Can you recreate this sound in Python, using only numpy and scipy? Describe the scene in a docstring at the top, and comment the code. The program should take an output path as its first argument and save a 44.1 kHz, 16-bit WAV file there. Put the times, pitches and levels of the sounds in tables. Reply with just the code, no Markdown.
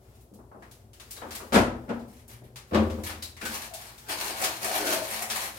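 """Bottles and jars knock and clink as the door shelves of a refrigerator are emptied in a hard-walled kitchen.
An armful lands on a counter, the bin's cover is pushed shut, then plastic packets are dragged off the top shelf.
Impacts are filtered clicks and decaying modes; film, scraping and cloth are trains of tiny random snaps.
Most sounds pass through a synthetic room; air noise and the compressor's hum lie underneath."""
import sys
import numpy as np
from scipy import signal
from scipy.fft import rfft, irfft
from scipy.io import wavfile

SR = 44100
rng = np.random.default_rng(int(sys.argv[2]) if len(sys.argv) > 2 else 0)


def log_audio(samples):
    """Write samples as a 16-bit WAV file to the path given in sys.argv[1]."""
    # one column per channel
    frames = np.atleast_2d(samples).T
    # limit to full scale, then quantise
    limited = np.clip(frames, -1, 1)
    pcm = np.round(limited * 32767).astype(np.int16)
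    wavfile.write(sys.argv[1], SR, pcm)


N = 246078

HZ = np.fft.rfftfreq(8192, 1 / SR)  # frequency grid of the filter curves
PORTS_S = 0.00044  # travel time between the two microphone ports

# crackling spectrum of plastic film: (frequency [Hz], relative density [dB per Hz])
FILM_SPECTRUM = [(88, -34), (150, -26), (226, -2), (270, -36), (309, -13), (341, -14), (649, -2),
                 (837, -1.5), (1340, -0.5), (1980, -2), (11300, -4.5), (15100, -8), (16000, -15)]
# a packet is tugged along the top shelf:
# (start [s], rise [s], hold [s], relative crackle level [dB], scrape level [dB])
SHELF_PULLS = [(3.42, 0.093, 0.046, -36, -51), (3.607, 0.016, 0.0093, -35, -57),
               (3.76, 0.028, 0.092, -45, -61), (4.059, 0.027, 0.031, -37, -42),
               (4.152, 0.044, 0.099, -32, -43.5), (4.336, 0.09, 0.019, -30.5, -36.5),
               (4.48, 0.006, 0.17, -40.5, -61), (4.594, 0.021, 0.18, -31, -40.5),
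               (4.744, 0.081, 0.095, -32.5, -33), (4.947, .01, 0.12, -38, -50),
               (5.044, .11, 0.066, -32, -58), (5.28, 0.021, 0.16, -34, -52.5),
               (5.537, 0.011, 0.027, -46, -48.5)]


def amp(db):
    """Decibels to amplitude gain: 20 dB is a factor of ten."""
    return 10 ** (np.asarray(db) / 20)


def evened(x):
    """Normalises the mean power, and so the rms, to one."""
    return x / np.sqrt(np.mean(x ** 2) + 1e-20)


def read(points, hz):
    """Interpolates (frequency [Hz], value) points along a logarithmic frequency axis."""
    f, value = np.transpose(points)
    return np.interp(np.log(hz + 1), np.log(f + 1), value)


def add(mix, s, sound):
    """Superposes a sound on the mix from time s, cut at the end of the mix."""
    part = mix[:, max(round(s * SR), 0):][:, :sound.shape[-1]]
    part += sound[..., :part.shape[1]]


def colour(x, db):
    """Minimum-phase filtering: the Hilbert transform of the log gain gives the causal phase."""
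    log_gain = np.log(amp(np.maximum(db - db.max(), -100)))  # the peak of the curve becomes 0 dB
    circle = np.r_[log_gain, log_gain[-2:0:-1]]
    taps = np.fft.ifft(np.exp(signal.hilbert(circle).conj())).real
    return signal.fftconvolve(x, taps[:len(HZ) // 2])


def wander(per_s):
    """Linear interpolation between independent Gaussian knots of unit variance: a slow random curve."""
    knots = np.arange(0, N / SR + 1, 1 / per_s)
    return np.interp(np.arange(N) / SR, knots, rng.standard_normal(len(knots)))


def grains(per_s, spread_db):
    """Poisson-like shot noise: snaps of random sign and size, a few much larger than the rest."""
    size = amp(spread_db * np.minimum(rng.exponential(1, N), 4))
    happens = rng.random(N) < per_s / SR
    return evened(size * rng.choice([-1, 1], N) * happens)


def diffuse(count):
    """Diffuse-field coherence follows a sinc: the two ports agree in the bass, not in the treble."""
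    a, b = rfft(rng.standard_normal((2, count)))
    same = np.sinc(2 * np.fft.rfftfreq(count, 1 / SR) * PORTS_S)
    return irfft(np.array([a, same * a + np.sqrt(1 - same ** 2) * b]), count)


def kitchen(x, build_s=0.00062, direct_db=-13, early_db=3, early_s=0.045):
    """Reverberation: a direct path, then diffuse reflections that build up and decay exponentially by band."""
    # reverberation time: (frequency [Hz], t60 [s])
    decay_times = [(60, 1), (200, 0.54), (500, 0.57), (1000, 0.5), (3000, 0.37), (8000, 0.34), (15000, 0.3)]
    hz, t, z = signal.stft(diffuse(count=24576), SR, nperseg=256)
    z = z * amp(-60 * t / read(decay_times, hz)[:, None])
    tail = signal.istft(z * amp(early_db * np.exp(-t / early_s)), SR)[1]
    tail = tail * np.sqrt(1 - np.exp(-np.arange(tail.shape[1]) / SR / build_s))
    response = tail / np.linalg.norm(tail[0])
    # the direct sound reaches the second port later
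    response[[0, 1], [0, round(PORTS_S * SR)]] += amp(direct_db)
    return signal.oaconvolve(x[None], response / np.linalg.norm(response[0]), axes=1)


def sounded(x, db, contact_s, heard_s=0.021):
    """Energy scaling of a transient, its room swelling more slowly after a longer contact."""
    unit = x / np.linalg.norm(x) * np.sqrt(heard_s * SR)  # about unit rms over heard_s
    return amp(db) * kitchen(unit, contact_s)


def contact(spectrum_db):
    """Impulse excitation: one click takes on the spectrum of the struck thing."""
    return colour(np.ones(1), spectrum_db)


def ringing(modes, t, base_hz=1):
    """Modal superposition: sines at multiples of base_hz, each with its exponential decay."""
    return sum(amp(db - 60 * t / t60) * np.sin(2 * np.pi * base_hz * ratio * t) for ratio, db, t60 in modes)


def thumps(blows, thud, modes, thud_db, ring_db, pivot_hz=600, rise_s=0.0034):
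    """Impact on a panel: a broad thud of varying spectral tilt, and the slow decay of the panel's modes."""
    out, t = np.zeros((2, N)), np.arange(SR * 3 // 2) / SR
    ring = ringing(modes, t) * (1 - np.exp(-t / rise_s))
    for s, db, tilt_db, contact_s in blows:
        spectrum = read(thud, HZ) + tilt_db * np.log2(1 + HZ / pivot_hz)
        add(out, s, sounded(contact(spectrum), db + thud_db, contact_s))
        add(out, s, amp(db + ring_db) * ring)  # the ring itself has no room
    return out


def stroke(rise_s, hold_s):
    """Friction force of one stroke as gain: the grip tightens, sags a little while held, and lets go."""
    slack_db, sag_db_per_s, release_db_per_s = 13, 8, 446
    t = np.arange(0, rise_s + hold_s + 0.2, 1 / SR)
    slack = slack_db * np.maximum(1 - t / rise_s, 0)
    sag = sag_db_per_s * np.maximum(t - rise_s, 0)
    release = release_db_per_s * np.maximum(t - rise_s - hold_s, 0)  # on top of the sag
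    return amp(-slack - sag - release)


def effort(strokes):
    """Power addition of overlapping (start [s], rise [s], hold [s], level [dB]) strokes, as a gain."""
    power = np.zeros((1, N))
    for s, rise_s, hold_s, db in strokes:
        add(power, s, (amp(db) * stroke(rise_s, hold_s)) ** 2)
    return np.sqrt(power[0])


def film_effort():
    """Work on the film drives its crackle: gain of every squeeze and tug."""
    # a packet is squeezed in the hand: (start [s], rise [s], hold [s], relative crackle level [dB])
    squeezes = [(1.1, 0.0075, 0.029, -54.5), (1.305, 0.022, 0.024, -41.5), (2.08, 0.0042, .12, -60.5),
                (2.284, 0.0076, 0.034, -51), (2.43, 0.0036, 0.011, -62.5), (3.034, 0.0078, 0.024, -36.5)]
    return effort(squeezes + [pull[:4] for pull in SHELF_PULLS])


def arch(length_s):
    """Half-sine velocity of a swing: up from rest and back to rest."""
    return np.sin(np.pi * np.arange(0, length_s, 1 / SR) / length_s)


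def background(air_db=-56, waver=0.066, drift=0.27):
    """Stationary broadband air noise, and compressor partials wavering in amplitude and phase [rad]."""
    # air noise: (frequency [Hz], relative density [dB per Hz])
    air_spectrum = [(15, -33), (25, -8), (70, 8), (120, 9.5), (166, -6.5), (236, 0), (285, -7.5), (363, -2),
                    (607, -6.5), (754, -7), (840, -13), (2160, -29), (7710, -28.5), (11900, -26.5),
                    (16000, -33)]
    # hum partials: (frequency [Hz], rms level before wavering [dB])
    hum_partials = [(59.2, -61), (119, -66), (226, -72), (376.8, -71), (500.6, -85), (576, -80.5)]
    t = np.arange(N) / SR
    air = irfft(rfft(diffuse(count=N)) * amp(read(air_spectrum, np.fft.rfftfreq(N, 1 / SR))), N)
    hum = np.zeros(N)
    for hz, db in hum_partials:
        swell = amp(db) * (1 + waver * wander(2.27))
        hum += swell * np.sin(2 * np.pi * hz * t + drift * wander(1.49))
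    return amp(air_db) * evened(air) + np.sqrt(2) * hum


def sleeve(level_db=-1, per_s=5000, spread_db=3, speed_power=0.23):
    """Fibre friction: dense catches and releases whose level follows the speed of the arm."""
    # sleeves brush as the arm swings: (start [s], length [s], relative level [dB])
    reaches = [(0, 0.23, -63), (0.584, .26, -65.5), (.96, 0.4, -57.5), (1.266, 0.34, -53.5),
               (1.736, 0.34, -62.5), (2.3, 0.45, -73), (2.668, 0.57, -54), (3.396, 0.21, -42.5),
               (3.69, 1, -52.5)]
    # brushing cloth: (frequency [Hz], relative density [dB per Hz])
    cloth_spectrum = [(200, -38), (800, 7), (3000, 0.5), (9000, -2), (16000, -1)]
    swings = np.zeros((1, N))
    for s, length_s, db in reaches:
        add(swings, s, amp(db) * abs(arch(length_s)) ** speed_power)
    brushing = evened(colour(grains(per_s, spread_db), read(cloth_spectrum, HZ))[:N])
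    return amp(level_db) * kitchen(brushing * swings[0])[:, :N]


def hinge(level_db=-54, octave_db=-16, uneven_db=7.0, speed_power=0.84):
    """Stick-slip groan of the cover's stiff hinge: a rising tone and its octave, uneven in level."""
    start_s, length_s, start_hz, rise_hz_per_s = 2.27, 0.45, 114.8, 33
    out, speed = np.zeros((2, N)), abs(arch(length_s))
    slip_hz = start_hz + rise_hz_per_s * np.arange(len(speed)) / SR
    phase = 2 * np.pi * np.cumsum(slip_hz) / SR
    swell = speed ** speed_power * amp(level_db + uneven_db * wander(22.7)[:len(speed)])
    groan = np.sin(phase) + amp(octave_db) * np.sin(2 * phase)
    add(out, start_s, np.sqrt(2) * swell * groan)
    return out


def hollow(level_db=-8, width_hz=130, grip_db=4):
    """Cavity resonance: uneven rubbing excites a narrow band at the pitch of the squeezed packet."""
    # a hollow packet rubs past the hand: (start [s], rise [s], hold [s], relative level [dB], cavity [Hz])
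    rubs = [(3.698, 0.014, 0.024, -39.5, 742), (4.28, 0.046, 0.18, -36.5, 766),
            (4.615, 0.032, 0.11, -25.5, 753), (4.883, .035, 0.025, -26, 606),
            (4.966, 0.028, .025, -38, 633), (5.136, 0.026, 0.065, -34.5, 758)]
    out, narrow = np.zeros((1, N)), signal.butter(2, width_hz / 2, fs=SR, output="sos")
    for s, rise_s, hold_s, db, hz in rubs:
        gain = amp(db) * stroke(rise_s, hold_s)
        rub = signal.sosfilt(narrow, rng.standard_normal((2, SR)))[:, :len(gain)]
        # low-passed noise is shifted up to the cavity's pitch
        turn = np.exp(2j * np.pi * hz * np.arange(len(gain)) / SR)
        cavity = (turn * (rub[0] + 1j * rub[1])).real
        cavity = cavity * amp(grip_db * wander(20.5)[:len(gain)])
        add(out, s, gain * evened(cavity))
    return amp(level_db) * kitchen(out[0])[:, :N]


def drag(level_db=0, per_s=700, spread_db=3):
    """Stick-slip excitation of the plastic shelf's resonances by the dragged packets."""
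    # shelf resonances: (frequency [Hz], width [Hz], relative level [dB])
    shelf = [(215, 57, -8.5), (309.5, 23, 4), (348, 15, 1.5), (404, 27, 2), (513, 49, -0.5), (650, 46, 3.5),
             (905, 28, 4), (1472, 79, 3.5)]
    power = sum(amp(db) ** 2 / (1 + ((HZ - hz) / width) ** 2) ** 2 for hz, width, db in shelf)
    slips = evened(colour(grains(per_s, spread_db), 10 * np.log10(power))[:N])
    pressure = effort([(s, rise_s, hold_s, scrape_db) for s, rise_s, hold_s, _, scrape_db in SHELF_PULLS])
    return amp(level_db) * kitchen(slips * pressure)[:, :N]


def crinkles(level_db=-6, per_s=60, spread_db=0.5, direct_db=-3):
    """Sparse buckling: single creases pop facing the microphone, with a strong direct path."""
    pops = evened(colour(grains(per_s, spread_db), read(FILM_SPECTRUM, HZ))[:N])
    return amp(level_db) * kitchen(film_effort() * pops, direct_db=direct_db)[:, :N]


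def packets(level_db=1, per_s=620, spread_db=5.0, fold_db=4, clump_db=3.5, count=5):
    """Film buckling in clumps of tiny snaps; every fold has its own colour and room response."""
    grip = film_effort()
    pitches, out = np.geomspace(700, 16000, 22), 0
    for _ in range(count):
        fold = read(np.c_[pitches, rng.uniform(-1, 1, len(pitches))], HZ)
        buckles = grains(per_s / count, spread_db) * amp(clump_db * wander(30))
        crackle = evened(colour(buckles, read(FILM_SPECTRUM, HZ) + 2 * fold_db * fold)[:N])
        out = out + kitchen(grip * crackle)[:, :N]
    return amp(level_db) * out / np.sqrt(count)


def door_blows():
    """Panel vibration of the hollow door under blows, the loudest as the bin's cover is shut."""
    # (time [s], relative level [dB], treble tilt [dB per octave], contact time [s])
    blows = [(.33, -51, -8, 0.011), (1.22, -40, 6, 0.0045), (1.405, -42, 2.5, 0.0057),
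             (2.275, -57, 4, 0.012), (2.712, -37, 2.5, 0.005), (2.722, -25.5, -8, 0.005),
             (2.734, -27, 5, 0.0034), (2.746, -19.5, 6.5, 0.00058), (2.755, -19.5, -2, .005),
             (2.975, -36.5, -2.5, 0.006), (3.11, -45, -22, 0.0088), (3.422, -38, -9.5, 0.0047)]
    # broad thud: (frequency [Hz], relative density [dB per Hz])
    thud = [(120, -28.5), (200, -9), (232, 2.5), (268, -22), (373, -3), (440, -11), (529, -8.5),
            (883, -17.5), (1040, -16), (1560, -24.5), (3690, -38), (9580, -63.5), (16000, -73)]
    # modes of the hollow door: (frequency [Hz], relative level [dB], t60 [s])
    modes = [(54.3, -9, 1.1), (80.3, -5, 1.44), (96.4, -13, 1.1), (183, -35, 0.64), (218, 0, 0.45),
             (252, -17.5, 1.22), (310, -2.5, 0.66), (358, -49, 0.22), (374, -12, 0.43), (414, -36, 0.5),
             (540, -6, 0.38), (520, -6, 0.81), (560, -30, 0.4), (670, -56, 0.75), (1000, -33, .4),
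             (1130, -18, 0.7)]
    return thumps(blows, thud, modes, thud_db=-1.5, ring_db=-5.5)


def counter_landings():
    """Modal response of the loaded counter as the armful lands piece by piece, then one piece topples."""
    # (time [s], relative level [dB], treble tilt [dB per octave], contact time [s])
    landings = [(1.523, -22.5, 1, 0.012), (1.53, -27, 7, 0.0034), (1.543, -16.5, 2, 0.0019),
                (1.553, -19.5, 3.5, 0.0019), (1.559, -17.5, 0.5, 0.0012), (1.576, -27.5, -5, 0.013),
                (1.882, -37.5, -6.5, 0.0024), (1.892, -34.5, 0, 0.0018), (1.899, -28.5, -5.5, 0.0031)]
    # broad thud: (frequency [Hz], relative density [dB per Hz])
    thud = [(24, -32), (40, -18), (96, -8.5), (151, -23), (180, -8.5), (226, 1), (276, -5.5), (770, -6),
            (896, -8), (990, -10), (1150, -12.5), (1340, -10), (2980, -22), (11300, -38.5), (16000, -51)]
    # modes of the counter and its load: (frequency [Hz], relative level [dB], t60 [s])
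    modes = [(58, -12, 0.96), (82, -15, 0.88), (94.1, -10, 0.83), (125.7, -13, 0.98), (195, -1.5, 0.25),
             (234.7, 3.5, 0.56), (249.5, -9, 0.98), (330.6, -12.5, 0.82), (336, -19, 0.59), (466, -6, 0.47),
             (509, -24, 0.94), (550, -4, 0.26), (610, -26, 0.57), (785, -33, .4), (750, -29, .35),
             (1012, -14.5, 0.52), (1100, -20, 0.25), (1300, -17, 0.44), (1443, -8.5, 0.27)]
    return thumps(landings, thud, modes, thud_db=-1.0, ring_db=-7.5)


def snaps(pivot_hz=300, contact_s=0.003):
    """Impulsive clicks of caps, wrappers and fingers on thin plastic, each with its own spectral tilt."""
    # (time [s], level [dB], treble tilt [dB per octave])
    clicks = [(0.152, -62, 5), (.21, -57.5, 9), (.338, -55.5, 7), (0.623, -58, -1), (0.713, -49.5, 3),
              (0.933, -52, 2), (.999, -44.5, -0.5), (1.109, -36, 6), (1.166, -45, 1), (1.308, -39, -0.5),
              (1.351, -36.5, 4), (1.995, -57, -2), (2.081, -57, 9), (2.28, -46, 10), (2.559, -41, -0.5),
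              (2.9, -42.5, -4), (3.036, -38.5, 5), (3.096, -36, -4), (3.225, -35, 3), (3.367, -47.5, -1),
              (3.413, -40, -1), (3.453, -33, 3), (3.738, -36, 3.5), (3.98, -47, 2.5), (4.093, -38, 1.5),
              (4.439, -23.5, -0.1), (4.869, -28, 0.5), (4.927, -26, 5), (5.301, -28.5, 0)]
    # snapping plastic: (frequency [Hz], relative density [dB per Hz])
    snap_spectrum = [(200, -16.5), (800, 2), (1400, 4), (4200, 4.5), (10500, 0), (16000, -6.5)]
    out = np.zeros((2, N))
    for s, db, tilt_db in clicks:
        spectrum = read(snap_spectrum, HZ) + tilt_db * np.log2(1 + HZ / pivot_hz)
        add(out, s, sounded(contact(spectrum), db, contact_s))
    return out


def clinks(level_db=-1, contact_s=0.0015):
    """Damped modal ringing of full glass jars: the same mode ratios scaled to each jar's pitch."""
    # jars touch: (time [s], relative level [dB], reference pitch [Hz])
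    touches = [(0.623, -58, 1950), (0.931, -65, 2880), (1.165, -48, 3900), (3.223, -38.5, 3924),
               (3.222, -42.5, 4520), (3.368, -48.5, 2020), (3.413, -37.5, 1510), (3.414, -39, 2440),
               (3.455, -36, 1530), (3.741, -51, 4500)]
    # modes of a jar: (ratio to the reference pitch, relative level [dB], t60 [s])
    jar_modes = [(0.998, 0.5, 0.069), (1.06, 1, 0.037), (1.13, 4, 0.013), (1.27, -13, 0.073),
                 (1.38, -23, 0.019), (1.49, -29, 0.034), (1.8, -16, 0.014)]
    out, t = np.zeros((2, N)), np.arange(SR // 4) / SR
    for s, db, hz in touches:
        add(out, s, sounded(ringing(jar_modes, t, hz), db + level_db, contact_s))
    return out


def knocks(contact_s=0.0012, steepness=8):
    """Contact stiffness limits bandwidth: a softer bump of bottle on bin has a lower corner."""
    # bottles bump the plastic bin: (time [s], level [dB], corner [Hz])
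    bumps = [(0.314, -52.5, 400), (.388, -52.5, 1070), (.515, -48.5, 1200), (0.547, -46, 840),
             (.623, -48.5, 2000), (1.17, -47.5, 1790), (1.218, -39.5, 1630), (1.232, -41, 1250),
             (1.4, -42.5, 1510), (1.423, -63, 780), (2.42, -52, 620), (3.421, -47, 2200),
             (3.455, -38.5, 5000), (4.095, -35.5, 4000), (4.925, -29, 4500)]
    # struck bin: (frequency [Hz], relative density [dB per Hz])
    bin_spectrum = [(90, -31.5), (190, -4), (340, -4), (600, -5.5), (1100, -3), (3500, -5), (16000, -22)]
    out = np.zeros((2, N))
    for s, db, corner_hz in bumps:
        spectrum = read(bin_spectrum, HZ) - 10 * np.log10(1 + (HZ / corner_hz) ** steepness)
        add(out, s, sounded(contact(spectrum), db, contact_s))
    return out


def scene():
    """Linear superposition of all the handling over the air noise and hum."""
    rustle = sleeve() + hollow() + drag() + crinkles() + packets()
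    blows = door_blows() + counter_landings()
    return background() + hinge() + rustle + blows + snaps() + clinks() + knocks()


def record(dry):
    """Linear filtering at the two ports: a level difference by frequency, a rumble cut and a band limit."""
    # (frequency [Hz], left minus right [dB])
    left_lead = [(60, 1.2), (180, 3.5), (350, 4), (700, 2.5), (1500, 3.5), (5500, 3), (11000, 3),
                 (15000, 1.5)]
    low_cut_hz, edge_hz = 38, 15950
    lead_db = read(left_lead, np.fft.rfftfreq(2 * N, 1 / SR))
    heard = irfft(rfft(dry, 2 * N) * amp(np.array([lead_db, -lead_db]) / 2))[:, :N]
    heard = signal.sosfilt(signal.butter(2, low_cut_hz, "highpass", fs=SR, output="sos"), heard)
    band_limit = signal.firwin(511, edge_hz, window=("kaiser", 9), fs=SR)
    return signal.oaconvolve(heard, band_limit[None], "same")


dry = scene()
out = record(dry)
log_audio(out)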